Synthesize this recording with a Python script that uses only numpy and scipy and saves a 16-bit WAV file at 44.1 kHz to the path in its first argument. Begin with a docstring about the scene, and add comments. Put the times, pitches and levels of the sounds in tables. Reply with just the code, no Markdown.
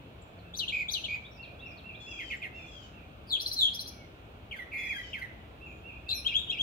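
"""Over a distant rumble and a faint hiss, a nightingale opens with swooping whips and warbles at dusk.
Low chucks, buzzing trills, a rattle and rising whistles follow, all from its syrinx (a bird's voice
box): a nearly pure tone that it bends and shakes. Farther off, other birds repeat a soft fluting tune,
chips and a nasal falling whine, and something hums faintly. The twigs and trunks of bare trees scatter
every bird's notes, and two spaced microphones hear it all."""
import sys
import numpy as np
from scipy import signal
from scipy.fft import rfft, irfft, next_fast_len
from scipy.io import wavfile
from scipy.ndimage import uniform_filter1d, map_coordinates

SR = 44100
rng = np.random.default_rng(int(sys.argv[2]) if len(sys.argv) > 2 else 0)


def materialize(psi):
    """Save the field psi as 16-bit PCM at rate SR to the path in sys.argv[1].

    A 1-D psi becomes a single channel; in a 2-D psi each row is a channel.
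    """
    bounded = np.clip(np.atleast_2d(psi).T, -1, 1)
    quanta = np.round(bounded * 32767).astype(np.int16)
    wavfile.write(sys.argv[1], SR, quanta)


N = 291942

# Levels in the tables are relative: filters and the final mix turn them up or down.
# The nightingale's note shapes: (time into the note [s], pitch [Hz], level [dB])
WHIP = [(0, 3259, -9.5), (.015, 3940, -12.5), (.027, 5485, -24), (.037, 6327, -5), (.047, 5852, -11.5),
        (.056, 4146, 2.5), (.069, 3197, -3.5), (.098, 2763, -4), (.113, 2517, -11)]  # up to a high turn, then a steep fall that flattens out
TICK = [(0, 2694, -13.5), (.008, 3224, 1), (.014, 4404, -13.5), (.019, 3100, -6.5), (.028, 2430, -8)]  # a quick peak in pitch after each whip
CHUCK_LOW = [(0, 2757, 5), (.012, 2214, 1.5), (.03, 2030, 0.5), (.056, 1552, -20.5)]  # one side of the syrinx falls in pitch...
CHUCK_HIGH = [(.008, 3633, -11), (.023, 2797, -2.5), (.039, 2200, -3), (.057, 1963, -7)]  # ...and the other follows, higher
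PLUNGE = [(0, 2204, 6), (.0055, 3282, 4.5), (.015, 2318, 4.5), (.028, 2167, 3), (.043, 1830, -9.5),
          (.06, 1539, -7), (.077, 1540, -11.5)]  # a flick up and a long slide to the bottom of the voice
TOOT = [(0, 2070, -3), (.013, 2013, 7), (.028, 1970, -8.5), (.042, 1880, 12)]  # a low answer to each slide
HOOK = [(0, 2397, -16), (.009, 3095, -10), (.027, 3288, 7.5), (.031, 4155, -6.5), (.038, 2422, -8.5),
        (.052, 2860, 0.5), (.065, 2576, -6), (.08, 2178, -22)]  # an arch with a flick on top
RISE = [(0, 2267, -9), (.013, 2580, -4.5), (.026, 3160, -1), (.042, 3373, 8), (.057, 3684, -12),
        (.073, 3684, -1.5), (.09, 3730, -17), (.117, 3830, -25)]  # a whistle that climbs out of the hook
# A pure start that leaps into a wide shake:
# (time into the note [s], pitch [Hz], level [dB], shake depth [Hz])
ZIP = [(0, 4650, -15, 50), (.009, 4170, 3.5, 130), (.016, 5230, -9, 610), (.028, 5660, -4, 530),
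       (.037, 5600, -46, 450)]
# When each shape is sung: (time [s], level [dB], swell from start to end [dB])
WHIP_EVENTS = [(.536, -27.5, -2), (0.883, -24.5, -16.5)]
TICK_EVENTS = [(0.676, -23.5, 0), (1.036, -25.5, -1.7)]
CHUCK_EVENTS = [(2.188, -38.5, -3), (2.3, -35.5, 3), (2.417, -37.5, 2)]
PLUNGE_EVENTS = [(4.51, -39, 0.5), (5.129, -36.5, -1)]
TOOT_EVENTS = [(4.586, -39.5, -3), (4.978, -39.5, -7), (5.213, -39, -11)]
HOOK_EVENTS = [(6.244, -26.5, -7), (6.477, -29, 2)]
RISE_EVENTS = [(6.322, -25, 0), (6.566, -30.5, 0)]
ZIP_EVENTS = [(3.394, -26, 7), (3.455, -24.5, -3), (3.508, -24.5, 12), (3.723, -31, 29), (3.786, -27, 6),
              (3.854, -32.5, 22)]
# Held, shaken notes: (time [s], length [s], pitch [Hz], level [dB])
WARBLES = [(0.721, .114, 2425, -30), (1.081, .086, 2402, -33)]
# A low rattling buzz: (time [s], pitch [Hz], level [dB], shake depth [Hz])
RATTLE = [(4.714, 2473, -42, 202.5), (4.74, 2297, -33, 227), (4.86, 2245, -34.5, 248),
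          (4.89, 2126, -38, 211)]
# Notes sung once, point by point: (time [s], pitch [Hz], level [dB])
BUZZES = [
    [(3.267, 4960, -54), (3.295, 4710, -42), (3.313, 4090, -28.5), (3.333, 3490, -21), (3.359, 3236, -26),
     (3.371, 2370, -44.5)],
    [(3.561, 4220, -34), (3.584, 4214, -25), (3.607, 3814, -23.5), (3.63, 3430, -18), (3.68, 3240, -26),
     (3.689, 2610, -42.5)],
]  # two long falling buzzes
SLIDE = [(4.893, 2550, -28.5), (4.929, 2084, -32.5), (4.942, 1708, -44.5), (4.976, 1603, -39)]  # the low end of the rattle
FLOURISH = [
    [(6.083, 5420, -56), (6.093, 3545, -23), (6.101, 4120, -30.5), (6.109, 5540, -38)],
    [(6.106, 2930, -34), (6.114, 4060, -21), (6.132, 4180, -29.5), (6.15, 4000, -35)],
    [(6.135, 6040, -39), (6.153, 5740, -37), (6.172, 5500, -37.5), (6.208, 5160, -43)],
]  # three linked notes
# The colour of the song: (frequency [Hz], level [dB])
CLEAN_OVERTONES = [(4000, -17), (5200, -20.5), (6200, -31.5), (7200, -20.5), (8700, -31), (9900, -20),
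                   (11000, -6), (11800, -10.5), (12800, -17), (14000, -10), (16000, 0)]  # what the throat lets through in clean notes and trills
RASPY_OVERTONES = [(3500, -26.5), (4800, -29), (6200, -32.5), (7100, -35.5), (8500, -43), (9800, -36.5),
                   (11000, -39), (12300, -31), (14000, -44), (15500, -42)]  # the same for low notes
WARBLE_OVERTONES = [(4800, -22.5), (7200, -26), (9600, -65), (12000, -42), (14000, -29.5), (16000, -66)]  # the same for warbles
SONG_COLOUR = [(2500, 0), (3300, .5), (4200, 0), (5000, -5.5), (5800, -2), (6600, -2), (10500, 3),
               (13000, -2), (15500, 3)]  # the near song's overall tone, with a dip around 5 kHz

# A farther bird's whines: (time [s], length [s], start pitch [Hz], end pitch [Hz], level [dB])
WHINES = [(1.999, 0.32, 855, 744, -62), (2.539, 0.33, 891.5, 725, -68), (4.773, .34, 849.5, 727, -64)]
# What its throat lets through: (frequency [Hz], level [dB])
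WHINE_THROAT = [(2500, -53), (2900, 11), (3400, 15.5), (4100, -17), (4550, -2.5), (5100, -0.5),
                (5700, -7.5), (6300, -4.5), (6800, -6.5), (7600, -11), (8500, -33), (10000, -65)]
# A distant fluting tune: (time into the tune [s], pitch [Hz], level [dB])
FLUTE = [(0, 2574, 1), (.02, 2717, 8.5), (.047, 2764, 10), (.062, 2608, 9.5), (.073, 2304, 0),
         (.09, 2700, 4), (.112, 2350, 2), (.135, 2520, 4), (.16, 2300, -35)]
# Short glides: (time [s], length [s], start pitch [Hz], end pitch [Hz], level [dB])
SEESAW = [(0, 0.0245, 3260, 3900, -0.5), (0.064, .02, 5300, 5830, -15.5), (0.101, .034, 5820, 4800, -15),
          (.179, 0.034, 4550, 3020, -5)]  # a call of two chips up and two down, timed from its own start
CHIPS = [(0.217, 0.01, 7100, 7800, -58.5), (0.386, 0.019, 4470, 3870, -60.5),
         (0.443, 0.047, 2690, 2670, -58), (1.945, 0.017, 3126, 3950, -47.5),
         (2.367, 0.0095, 7170, 7650, -57.5), (3.909, 0.15, 2383, 2134, -61.5),
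         (4.563, 0.042, 3470, 3393, -54), (5.653, 0.14, 6860, 6790, -76)]  # faint single chips and thin whistles
# When the tune and the see-saw call are sung: (time [s], level [dB])
FLUTE_EVENTS = [(1.376, -55), (1.606, -53), (1.838, -52.5), (2.061, -52), (2.529, -54), (2.923, -64.5),
                (5.607, -55), (5.837, -53.5), (6.062, -51.5)]
SEESAW_EVENTS = [(1.246, -47.5), (1.592, -49)]

# The beak points away, so the straight path is weakened: (frequency [Hz], level [dB])
BEAK_SHADE = [(3000, -7.5), (6000, -11.5), (12000, -8)]
# How long the trees echo: (frequency [Hz], time to fade by 60 dB [s])
WOOD_DECAY = [(1500, 0.73), (3000, 0.51), (6000, 0.54), (12000, 0.37)]
# Which side is louder: (frequency [Hz], left minus right [dB])
SONG_BALANCE = [(1800, -4), (2200, -3), (2500, -.5), (3000, 4.5), (4000, 6), (6000, 4), (12000, 3.5)]
AIR_BALANCE = [(60, 2), (150, 2.0), (380, 2), (950, -4), (2380, -2), (5980, 2), (15000, 0)]
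# A faint far hum: (time [s], pitch [Hz], level [dB])
HUM = [(0.196, 167, -67), (.45, 175.2, -54), (.95, 170.7, -60.5), (1.15, 172.4, -70), (1.6, 167, -71)]
# The colour of the rumble and hiss: (frequency [Hz], level [dB])
AIR_COLOUR = [(13, -77), (22, -25), (59, 1), (109, -2.5), (147, -8), (326, -10), (354, -13), (667, -14),
              (954, -23), (2060, -32.5), (2240, -25.5), (2570, -22.5), (3480, -27.5), (5110, -44.5),
              (15800, -59.5)]
# How alike they are left and right: (frequency [Hz], likeness [1 the same, -1 opposite])
AIR_LIKENESS = [(60, 1), (130, 0.96), (290, 0.92), (640, 0.33), (1410, -0.75), (3100, 0.39), (6820, -0.11),
                (15000, -0.916)]


def nightingale():
    """The near singer's five kinds of note, with one overall tone colour."""
    clean = (sung(WHIP, WHIP_EVENTS) + sung(TICK, TICK_EVENTS) + FLOURISH
             + sung(HOOK, HOOK_EVENTS) + sung(RISE, RISE_EVENTS))
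    throaty = (sung(CHUCK_LOW, CHUCK_EVENTS) + sung(CHUCK_HIGH, CHUCK_EVENTS)
               + sung(PLUNGE, PLUNGE_EVENTS) + [SLIDE] + sung(TOOT, TOOT_EVENTS))
    warbles = [warble(*row) for row in WARBLES]
    trills = [buzz(curve) for curve in BUZZES] + sung(ZIP, ZIP_EVENTS)
    song = plain_notes(clean, CLEAN_OVERTONES, jitter=.004, fall_db=36)
    song += plain_notes(throaty, RASPY_OVERTONES, jitter=.023, fall_db=1)
    song += shaken_notes(warbles, WARBLE_OVERTONES, shake_hz=56, throb_db=-2, jitter=.021, fall_db=1.5)
    song += shaken_notes(trills, CLEAN_OVERTONES, shake_hz=120, throb_db=2, jitter=.004, fall_db=31)
    song += shaken_notes([RATTLE], RASPY_OVERTONES, shake_hz=123.3, throb_db=-.5,
                         jitter=.0208, fall_db=-.5)
    return filtered(song, lambda hz: amp(along(SONG_COLOUR, hz)))


def sung(shape, events):
    """One note per event: the shape moved to its time and level, swelling or fading as it goes."""
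    length = shape[-1][0]
    return [[(start + t, hz, db + shape_db + swell_db * (t / length - .5), *rest)
             for t, hz, shape_db, *rest in shape]
            for start, db, swell_db in events]


def warble(start, length, hz, db, depth_hz=112, sag_hz_per_s=820, release_s=.0163):
    """The path of one warble, whose held pitch slowly sinks."""
    hold = length - release_s
    corners = [(0, hz - 150, db - 1), (.0147, hz, db),  # scoop up
               (hold, hz - sag_hz_per_s * hold, db),
               (length, hz - 310, db - 6.5)]  # drop away
    return [(start + t, pitch, level, depth_hz) for t, pitch, level in corners]


def buzz(curve, calm_hz=3050, shake_share=.27, open_s=.041):
    """The path of one buzz: a pure start, then a shake that opens and narrows as the pitch falls."""
    start = curve[0][0]
    return [(t, hz, db, shake_share * max(0, hz - calm_hz) * min(1, (t - start) / open_s))
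            for t, hz, db in curve]


def plain_notes(notes, overtones, jitter, fall_db):
    """Notes that each glide along one smooth pitch path."""
    out = np.zeros(N)
    for rows in notes:
        t, hz, loud = gesture(rows)
        add(out, rows[0][0], loud * syrinx(hz, jitter, overtones, fall_db))
    return out


def shaken_notes(notes, overtones, shake_hz, throb_db, jitter, fall_db):
    """Notes whose pitch swings fast; a positive throb makes the bottom of each swing the loudest."""
    out = np.zeros(N)
    for rows in notes:
        t, hz, loud, depth_hz = gesture(rows)
        swing = np.cos(2 * np.pi * shake_hz * t)
        tone = syrinx(hz - depth_hz * swing, jitter, overtones, fall_db)
        add(out, rows[0][0], loud * amp(throb_db * swing) * tone)
    return out


def syrinx(hz, jitter, overtones, fall_db, throat_hz=2100):
    """A nearly pure tone; its overtones stand out when it sinks below the throat's own ringing pitch."""
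    harmonic = np.arange(2, 11)[:, None]
    phase = cycles(hz, jitter)
    boost_db = 36 * np.maximum(0, np.log2(throat_hz / hz))
    slope_db = fall_db * np.log2(harmonic / 2)  # overtones lose fall_db with each octave
    leak = amp(along(overtones, harmonic * hz) + boost_db - slope_db) * (harmonic * hz < SR / 2)
    return np.sin(phase) + np.sum(leak * np.sin(harmonic * phase), axis=0)


def whining_bird(bend=1.8, waver_db=1.5, wavers_per_s=9.3):
    """A nasal buzz that falls ever faster; the throat passes only its upper harmonics."""
    out = np.zeros(N)
    harmonic = np.arange(3, 13)[:, None]
    for start, length, start_hz, end_hz, db in WHINES:
        t, _, loud = gesture([(0, start_hz, db + .5), (length / 10, start_hz, db), (length, end_hz, db)])
        hz = start_hz + (end_hz - start_hz) * (t / length) ** bend
        waver = waver_db * np.array([wobble(wavers_per_s, len(t)) for _ in harmonic])
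        gains = amp(along(WHINE_THROAT, harmonic * hz) + waver)
        tone = np.sum(gains * np.sin(harmonic * cycles(hz, jitter=.002)), axis=0)
        add(out, start, loud * tone)
    return out


def far_birds():
    """Pure whistles: a fluting tune, a little higher or lower each time, a see-saw call and chips."""
    out = np.zeros(N)
    t, hz, loud = gesture(FLUTE, glide_s=.0019)
    for start, db in FLUTE_EVENTS:
        tuning = 1 + .006 * rng.standard_normal()
        add(out, start, amp(db) * loud * np.sin(cycles(hz * tuning, jitter=.004)))
    seesaws = [(start + after, *glide, db + chip_db)
               for start, db in SEESAW_EVENTS for after, *glide, chip_db in SEESAW]
    for start, length, start_hz, end_hz, db in seesaws + CHIPS:
        t, hz, loud = gesture([(0, start_hz, db), (length, end_hz, db)], edge_s=.0026)
        add(out, start, loud * np.sin(cycles(hz, jitter=.011)))
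    return out


def among_trees(song, balance, lead_ms, twigs_db, twigs_fade_s, wood_db, wood_lean=.16):
    """The straight path and the twigs' echoes come from the perch; the wood answers from all round."""
    straight = filtered(song, lambda hz: amp(along(BEAK_SHADE, hz)))
    perch = straight + amp(twigs_db) * twig_echoes(song, twigs_fade_s)
    wood = filtered(wood_echoes(song, wood_db), lambda hz: panned(wood_lean * along(balance, hz)))
    return at_microphones(perch, balance, lead_ms) + wood


def twig_echoes(song, fade_s, directions=12):
    """Quick echoes from the branches round the perch; they change as the bird turns its head."""
    out = np.zeros((2, N))
    t = np.arange(SR // 4) / SR
    facing = np.linspace(0, directions - 1, N)
    for direction in range(directions):
        spikes = rng.standard_normal((3, len(t))) ** 3  # a few strong echoes among many weak ones
        twigs = spikes[0] + spikes[1:]  # shared echoes plus each side's own
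        tails = unit(twigs * amp(-60 * t / fade_s) * (t > .004)) / np.sqrt(len(t))
        share = np.maximum(0, 1 - abs(facing - direction))
        active = np.flatnonzero(share)
        for side, tail in zip(out, tails):
            add(side, active[0] / SR, signal.fftconvolve((song * share)[active], tail))
    return out


def wood_echoes(song, db):
    """The trunks scatter the song so that it rings on, longest in the low notes."""
    hz, t, noise = signal.stft(rng.standard_normal((2, SR)), SR, nperseg=256)
    fade = amp(-60 * t / along(WOOD_DECAY, hz)[:, None])
    tails = signal.istft(noise * fade, SR, nperseg=256)[1][:, :SR]
    return signal.fftconvolve(song[None], amp(db) * unit(tails) / np.sqrt(SR), axes=1)[:, :N]


def at_microphones(sound, balance, lead_ms):
    """The left microphone hears the sound lead_ms earlier; each side has its own colour."""
    shift_s = np.array([[1], [-1]]) * lead_ms / 1000 / 2
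    return filtered(sound, lambda hz: panned(along(balance, hz)) * np.exp(2j * np.pi * hz * shift_s))


def low_hum():
    """A faint, wavering tone far away."""
    out = np.zeros(N)
    t, hz, loud = gesture(HUM, edge_s=.12)
    add(out, HUM[0][0], loud * np.sin(cycles(hz, jitter=.016)))
    return out


def evening_air(level_db=-49.5, drift_db=.27, patchy_db=1):
    """A far, traffic-like rumble, alike in both microphones, under a faint hiss."""
    def colour(hz):
        """Gains for the part both sides share and the part that sets them apart."""
        apart = np.tan(np.arccos(np.clip(along(AIR_LIKENESS, hz), -1, 1)) / 2)
        return amp(along(AIR_COLOUR, hz)) * [np.ones_like(hz), apart]

    spectrum = signal.stft(rng.standard_normal((2, N)), nperseg=1024)[2]
    patches = rng.standard_normal(spectrum.shape[1:])  # slightly louder and softer spots
    patches = uniform_filter1d(uniform_filter1d(patches, 4, axis=0), 16, axis=1)
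    noise = signal.istft(spectrum * amp(patchy_db * unit(patches)), nperseg=1024)[1][:, :N]
    mid, side = filtered(noise, colour)
    both = at_microphones(np.array([mid + side, mid - side]), AIR_BALANCE, lead_ms=.11)
    return amp(level_db - drift_db * wobble(1.2, N)) * unit(both)


def gesture(rows, glide_s=.003, edge_s=.004):
    """Time, pitch, loudness and any further curves of one note; muscles round the corners."""
    times, *columns = np.transpose(rows)
    times = np.sort(times) - min(times)
    t = np.arange(int(times[-1] * SR) + 2) / SR
    width = max(1, int(glide_s * SR))
    hz, db, *rest = [uniform_filter1d(np.interp(t, times, c), width, mode="nearest") for c in columns]
    fade = np.sin(np.pi / 2 * np.clip(np.minimum(t, t[-1] - t) / edge_s, 0, 1)) ** 2
    return t, hz, amp(db) * fade, *rest


def cycles(hz, jitter):
    """The phase of an unsteady tone; jitter is its wander as a share of the pitch."""
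    return 2 * np.pi * np.cumsum(hz * (1 + jitter * wobble(399, len(hz)))) / SR


def wobble(rate, size):
    """A smooth curve through rate random points a second."""
    return map_coordinates(rng.standard_normal(int(size * rate / SR) + 4), [np.arange(size) * rate / SR])


def amp(db):
    """Turn decibels into a gain."""
    return 10 ** (np.asarray(db) / 20)


def unit(x):
    """Scale to an average power of 1."""
    return x / np.sqrt(np.mean(x ** 2) + 1e-20)


def along(points, hz):
    """Read between the rows of a (frequency [Hz], value) table, with octaves evenly spaced."""
    frequencies, values = np.transpose(points)
    return np.interp(np.log(hz + 1), np.log(frequencies + 1), values)


def filtered(x, response):
    """Scale and delay each frequency as response(hz) says."""
    size = next_fast_len(N + SR // 2)
    return irfft(rfft(x, size) * response(np.fft.rfftfreq(size, 1 / SR)), size)[..., :N]


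def panned(db):
    """Left and right gains that lie db apart."""
    return amp(np.array([np.atleast_1d(db), -np.atleast_1d(db)]) / 2)


def add(track, start_s, sound):
    """Mix a sound into the track at its start time."""
    part = track[max(0, round(start_s * SR)):][:len(sound)]
    part += sound[:len(part)]


def scene():
    """Birds near and far over the evening air."""
    near = among_trees(nightingale(), SONG_BALANCE, lead_ms=.42,
                       twigs_db=-5.5, twigs_fade_s=.07, wood_db=-12.5)
    whine = among_trees(whining_bird(), balance=[(3000, 16)], lead_ms=.067,
                        twigs_db=-3.5, twigs_fade_s=.08, wood_db=1)
    far = among_trees(far_birds(), balance=[(2700, -6), (5000, 14.5)], lead_ms=.034,
                      twigs_db=-9.5, twigs_fade_s=.067, wood_db=-7.5)
    return amp(4.5) * near + amp(-.5) * whine + amp(5) * far + low_hum() + evening_air()


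def record(dry, top_hz=15850):
    """Cut away the very highest treble."""
    return filtered(dry, lambda hz: hz < top_hz)


dry = scene()
out = record(dry)
materialize(out)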